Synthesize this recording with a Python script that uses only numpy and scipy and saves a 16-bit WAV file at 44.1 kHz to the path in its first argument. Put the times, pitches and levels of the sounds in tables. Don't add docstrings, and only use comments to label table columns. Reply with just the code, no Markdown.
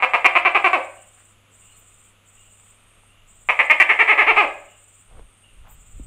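import sys
import numpy as np
from scipy import signal
from scipy.fft import rfft, irfft
from scipy.io import wavfile
from scipy.ndimage import uniform_filter1d

SR = 44100
rng = np.random.default_rng(int(sys.argv[2]) if len(sys.argv) > 2 else 0)


def transcribe(signal):
    frames = np.atleast_2d(signal).T
    limited = np.clip(frames, -1, 1)
    pcm = np.round(limited * 32767).astype(np.int16)
    wavfile.write(sys.argv[1], SR, pcm)


N = 267543

# start_s, length_s, top_pulse_hz, crest_share (of length), onset_share and
# end_share (of top_pulse_hz), level_db, fade_db, mouth_hz, throat_db
CROAK_EVENTS = [(0.024, 0.024, 262.9, 0.49, .62, 0.58, -2.5, 2.5, 2310, -1.5),
                (0.1355, 0.0235, 245.9, 0.43, .72, 0.69, -2, 4, 2304, -0.8),
                (0.245, 0.022, 397, 0.74, 0.49, 0.78, 0.5, 1, 2290, -5),
                (0.3528, 0.025, 364.5, 0.71, 0.6, 0.65, -2, 0.33, 2330, -4),
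                (0.4499, 0.032, 392.2, 0.32, 0.51, 0.83, -4, 4.9, 2322, -2.5),
                (0.548, 0.029, 414, .3, 0.52, 0.79, -4, 5.36, 2360, -2),
                (0.6432, 0.0344, 391.2, 0.11, 0.89, 0.85, -3.5, 4.5, 2340, -0.5),
                (0.7314, 0.051, 379.4, 0.035, 0.94, .67, -4.5, 23, 2344, 0.5),
                (3.4882, 0.025, 248.3, 0.47, 0.67, .4, -2.5, 2, 2265, -6),
                (3.5907, 0.027, 307, 0.38, 0.68, 0.69, -1.5, 7.5, 2180, -9),
                (3.6986, 0.03, 313.7, 0.53, 0.91, 0.61, 0.3, 8.2, 2205, -10.5),
                (3.8, 0.027, 394.3, 0.19, 0.92, 0.73, 1, 4.5, 2144, -13.5),
                (3.8915, 0.036, 452.5, .4, .63, 0.48, -3, 4.5, 2154, -10.5),
                (3.99, 0.04, 466.4, 0.56, .68, 0.68, -2.5, 6, 2160, -10.5),
                (4.0775, 0.062, 436.3, .45, .72, 0.63, -3.5, 7, 2194, -9),
                (4.1777, 0.057, 436.2, 0.32, 0.552, 0.64, -3.5, 6, 2157, -7.5),
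                (4.2653, 0.056, 459.5, .55, 0.53, .75, -4, 6.5, 2290, -5),
                (4.3625, 0.093, 425.5, .25, 0.46, .65, -4, 18.3, 2355, -2.5)]
# centre_hz, width_hz, gain_db
THROAT_MODES = [(422, 450, -12.5), (727.6, 440, -3.5), (1237, 626, 3.5)]
# centre_hz, width_hz, t60_s, gain_db
ROOM_BANDS = [(320, 51, 0.45, 1), (571.4, 98, 0.54, 8), (739, 35, 0.47, 4), (950, 310, .4, 0),
              (1669, 220, 0.55, 1), (2500, 2200, 0.37, -7), (4770, 4800, 0.29, 3), (8500, 8100, 0.5, 3)]
# time_s, gain_db
TURN_AWAY = [(1, 2.5), (3, 3)]
# frequency_hz, gain_db
HISS_SPECTRUM = [(76, -31), (130, -6.5), (220, -4.5), (330, -10.5), (520, -8), (930, -11), (1270, -5),
                 (1650, -13), (2750, -6.5), (3600, -12.5), (4100, -23), (5600, -28.5), (6700, -17),
                 (8200, -19.5), (10300, -20), (16000, -36)]
# centre_s, half_length_s, level_db
HANDLING_BUMPS = [(3.501, .04, -57), (4.337, 0.12, -49.5), (5.19, .08, -43.5), (5.64, 0.098, -46.5),
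                  (5.822, 0.12, -50), (6.008, .06, -33.5)]
# start_s, end_s, level_db
NEAR_PHRASES = [(0.0, .4, -59), (.5, 1.3, -56), (1.5, 2.08, -55), (2.245, 2.71, -55), (3.26, 4.17, -56.5),
                (4.32, 5.03, -56.5), (5.68, 6.1, -56)]
FAR_PHRASES = [(.6, 1.3, -61.5), (1.53, 2.1, -64), (2.52, 3.11, -63), (3.4, 4.1, -65), (4.75, 5.6, -62.5)]
# centre_hz, width_hz, gain_db, delay_s
NEAR_WING_MODES = [(7210, 450, 0.5, 0.012), (7600, 500, -6.5, 0), (8110, 360, 3.5, .02),
                   (14800, 1500, -13, .01)]
FAR_WING_MODES = [(8400, 550, -3, 0), (8830, 610, -0.5, .01)]
# start_s, length_s, level_db
FROG_CALLS = [(0.964, 0.05, -60), (1.613, 0.12, -62.5), (2.363, 0.12, -61.5), (3.083, 0.12, -62),
              (4.677, 0.07, -59.5), (5.427, 0.062, -59.5)]
# start_s, length_s, centre_hz, width_hz, level_db
RUSTLE_EVENTS = [(1.161, 0.084, 1450, 1544, -57.5), (1.758, 0.065, 14200, 3510, -61.5),
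                 (5.068, 0.11, 689, 940, -58), (5.135, 0.11, 464, 865, -51.5), (5.623, 0.12, 880, 860, -54),
                 (5.673, 0.09, 14400, 3000, -56.5)]
# start_s, length_s, first_hz, last_hz, peak_db
SQUEAK_GLIDE = (1.7, .08, 4080, 4320, -68)
# start_s, centre_hz, width_hz, peak_db
KNOCK_EVENTS = [(3.035, 850, 500, -47.5), (5.194, 790, 590, -41), (5.997, 252, 144, -34)]

TIME_S = np.arange(N) / SR


def undb(db):
    return 10 ** (np.asarray(db) / 20)


def level(x, rms_db):
    return x * undb(rms_db) / np.sqrt(np.mean(x ** 2))


def ring(x, hz, width_hz, passes=1):
    b, a = signal.iirpeak(hz, hz / width_hz, fs=SR)
    for _ in range(passes):
        x = signal.lfilter(b, a, x)
    return x


def add(out, start_s, x):
    i = int(start_s * SR)
    out[i:i + len(x)] += x[:N - i]


def walk(rate_hz):
    hold = int(SR / rate_hz)
    steps = np.repeat(rng.standard_normal(N // hold + 1), hold)
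    return 0.89 * uniform_filter1d(uniform_filter1d(steps, hold), hold)[:N]


def gate(rows, rise_s, t60_s):
    return sum(undb(db - 60 * np.maximum(TIME_S - end_s, 0) / t60_s)
               * np.clip((TIME_S - start_s) / rise_s, 0, 1) for start_s, end_s, db in rows)


def arc(progress, crest, start, end, fall):
    after_crest = np.abs(progress - crest) / (1 - crest)
    return np.where(progress < crest, start * (1 - progress / crest) ** 2, end * fall(after_crest))


def sagging(x):
    return np.sin(np.pi / 2 * x) ** 2


def fading(x):
    return x ** 1.4


def tract(drive, mouth_hz, throat_db=0, lowest_db=0, dark_db=0):
    soft = signal.sosfilt(signal.butter(4, 4200, fs=SR, output="sos"), drive)
    throat = 0
    for k, (hz, width_hz, db) in enumerate(THROAT_MODES):
        gain = undb(db + throat_db - 1.5 + lowest_db * (k == 0) + dark_db * (k < 2))
        throat += (-1) ** k * ring(gain * soft, hz, width_hz, passes=2)
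    mouth = ring(soft, mouth_hz, width_hz=1178, passes=4)
    mouth_edge = undb(-29) * ring(soft, hz=2900, width_hz=2200, passes=2)
    voice = mouth + mouth_edge - throat
    return voice - ring(voice, hz=1430, width_hz=200)


def dying_echo(t60_s=0.22):
    echo = tract(rng.standard_normal(N), mouth_hz=2300)
    return level(echo, rms_db=-27.5) * undb(-60 * TIME_S / t60_s)


def night_hiss():
    hz, db = np.transpose(HISS_SPECTRUM)
    bins_hz = np.fft.rfftfreq(N, 1 / SR)
    colour = undb(np.interp(np.log(bins_hz + 1), np.log(hz), db))
    noise = undb(walk(4)) * rng.standard_normal(N)
    return level(irfft(rfft(noise) * colour, N), rms_db=-59.5)


def mains_hum():
    pitch_hz = 100 + 0.84 * walk(2.3)
    tone = np.sin(2 * np.pi * np.cumsum(pitch_hz) / SR)
    return level(tone * undb(2 * walk(5)), rms_db=-63)


def microphone_rumble(bed_db=-63, sway_db=4):
    rumble = level(ring(rng.standard_normal(N), hz=21, width_hz=41, passes=2), rms_db=0)
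    bumps = sum(undb(db) * np.exp(-((TIME_S - centre_s) / half_s) ** 2)
                for centre_s, half_s, db in HANDLING_BUMPS)
    return rumble * (undb(bed_db + sway_db * walk(5)) + bumps)


def cricket(phrases, wing_modes, stroke_hz, depth):
    phase = np.cumsum(stroke_hz * (1 + 0.024 * walk(3.7))) / SR % 1
    stroke = 1 - depth * (1 - np.exp(-((phase - .4) / .25) ** 2))
    scrape = stroke * undb(2.5 * walk(68)) * rng.standard_normal(N)
    wing = np.zeros(N)
    for hz, width_hz, db, delay_s in wing_modes:
        mode = ring(scrape, hz, width_hz, passes=2) / np.sqrt(width_hz)
        wing += undb(db) * np.roll(mode, int(delay_s * SR))
    return gate(phrases, rise_s=.025, t60_s=.22) * level(wing, rms_db=0)


def larynx(phase, gain, noise, roughness=0.032):
    samples, beats = np.arange(len(phase)), np.arange(int(phase[-1]) + 1)
    jitter = 0.25 * roughness * noise[beats] * (beats > 0)
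    position = np.interp(beats + jitter, phase, samples)
    force = np.interp(position, samples, gain) * undb(10 * roughness * noise[64 + beats])
    drive = np.zeros(len(noise))
    np.add.at(drive, position.astype(int), force * (1 - position % 1))
    np.add.at(drive, position.astype(int) + 1, force * (position % 1))
    drive[samples] += 0.4 * roughness * gain * noise[128 + samples]
    return drive


def gecko(voice_db=0.5, rasp_db=-44, mean_swell_db_per_s=220):
    out, size = np.zeros(N), 8192
    click = signal.unit_impulse(512)
    for start_s, length_s, top_hz, crest, onset, end, db, fade_db, mouth_hz, throat_db in CROAK_EVENTS:
        n = int(length_s * SR)
        noise = rng.standard_normal(size)
        progress = np.minimum(np.arange(size) / SR / length_s, 1)
        pulse_hz = top_hz * (1 + arc(progress[:n], crest, onset - 1, end - 1, sagging))
        phase = np.cumsum(pulse_hz) / SR
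        swell_db = mean_swell_db_per_s * crest * length_s
        gain = undb(db + arc(progress[:n], crest, -swell_db, -fade_db, fading))
        dark_db = arc(progress, crest, 0, 0.85 * fade_db, fading)
        lowest_db = 4 * (pulse_hz.mean() - 300) / 100
        voice = tract(larynx(phase, gain, noise), mouth_hz, throat_db, lowest_db, dark_db)
        click_peak = np.abs(tract(click, mouth_hz, throat_db, lowest_db)).max()
        add(out, start_s, voice / click_peak)
        puffs = gain * (0.41 + np.exp(-(phase % 1) / 0.9)) * noise[-n:]
        add(out, start_s, undb(rasp_db) * ring(puffs, hz=6400, width_hz=9000, passes=2))
    return undb(voice_db) * out


def room(direct, send_db=-6.5, build_s=.007, near_wall_db=6.5, near_wall_s=.015):
    t = np.arange(SR // 2) / SR
    tail = sum(undb(db - 60 * t / t60_s) * ring(rng.standard_normal(len(t)), hz, width_hz)
               for hz, width_hz, t60_s, db in ROOM_BANDS)
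    tail *= 1 - np.exp(-(t / build_s) ** 2)
    tail *= undb(near_wall_db * np.exp(-t / near_wall_s))
    mid_hz, span_hz = 1700, 2500
    mid_gain = np.sqrt(np.sum(ring(tail, mid_hz, span_hz) ** 2) * SR / (np.pi * span_hz))
    send = direct * undb(send_db + np.interp(TIME_S, *np.transpose(TURN_AWAY)))
    return direct + signal.fftconvolve(send, tail / mid_gain)[:N]


def frog(throb_hz=28):
    throb = 1 + 0.15 * np.sin(2 * np.pi * throb_hz * TIME_S)
    call = ring(throb * rng.standard_normal(N), hz=2830, width_hz=260, passes=2)
    spans = [(start_s, start_s + length_s, db) for start_s, length_s, db in FROG_CALLS]
    return gate(spans, rise_s=0.012, t60_s=0.44) * level(call, rms_db=0)


def rustles(grain_db=4.7, grain_samples=64):
    out = np.zeros(N)
    for start_s, length_s, hz, width_hz, db in RUSTLE_EVENTS:
        n = int(length_s * SR)
        noise, flicker = rng.standard_normal((2, 8192))
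        grains = noise[:n] * undb(grain_db * np.repeat(flicker, grain_samples)[:n])
        add(out, start_s, level(ring(grains, hz, width_hz, passes=2), db) * np.hanning(n) ** .5)
    return out


def squeak():
    out = np.zeros(N)
    start_s, length_s, first_hz, last_hz, peak_db = SQUEAK_GLIDE
    pitch_hz = np.linspace(first_hz, last_hz, int(length_s * SR))
    tone = np.sin(2 * np.pi * np.cumsum(pitch_hz) / SR)
    add(out, start_s, undb(peak_db) * np.hanning(len(tone)) ** .5 * tone)
    return out


def knocks():
    out = np.zeros(N)
    for start_s, hz, width_hz, peak_db in KNOCK_EVENTS:
        knock = ring(signal.unit_impulse(2048), hz, width_hz, passes=2)
        add(out, start_s, undb(peak_db) * knock / np.abs(knock).max())
    return out


def scene():
    crickets = cricket(NEAR_PHRASES, NEAR_WING_MODES, stroke_hz=17.2, depth=0.53)
    crickets += cricket(FAR_PHRASES, FAR_WING_MODES, stroke_hz=25, depth=0.28)
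    animals = room(gecko()) + dying_echo() + crickets + frog()
    bed = night_hiss() + mains_hum() + microphone_rumble()
    return (animals + bed + rustles() + squeak() + knocks())[None]


def record(dry, clip_db=-.1, cutoff_hz=15600):
    clipped = np.clip(dry, -undb(clip_db), undb(clip_db))
    return signal.sosfilt(signal.ellip(12, .2, 90, cutoff_hz, fs=SR, output="sos"), clipped)


dry = scene()
out = record(dry)
transcribe(out)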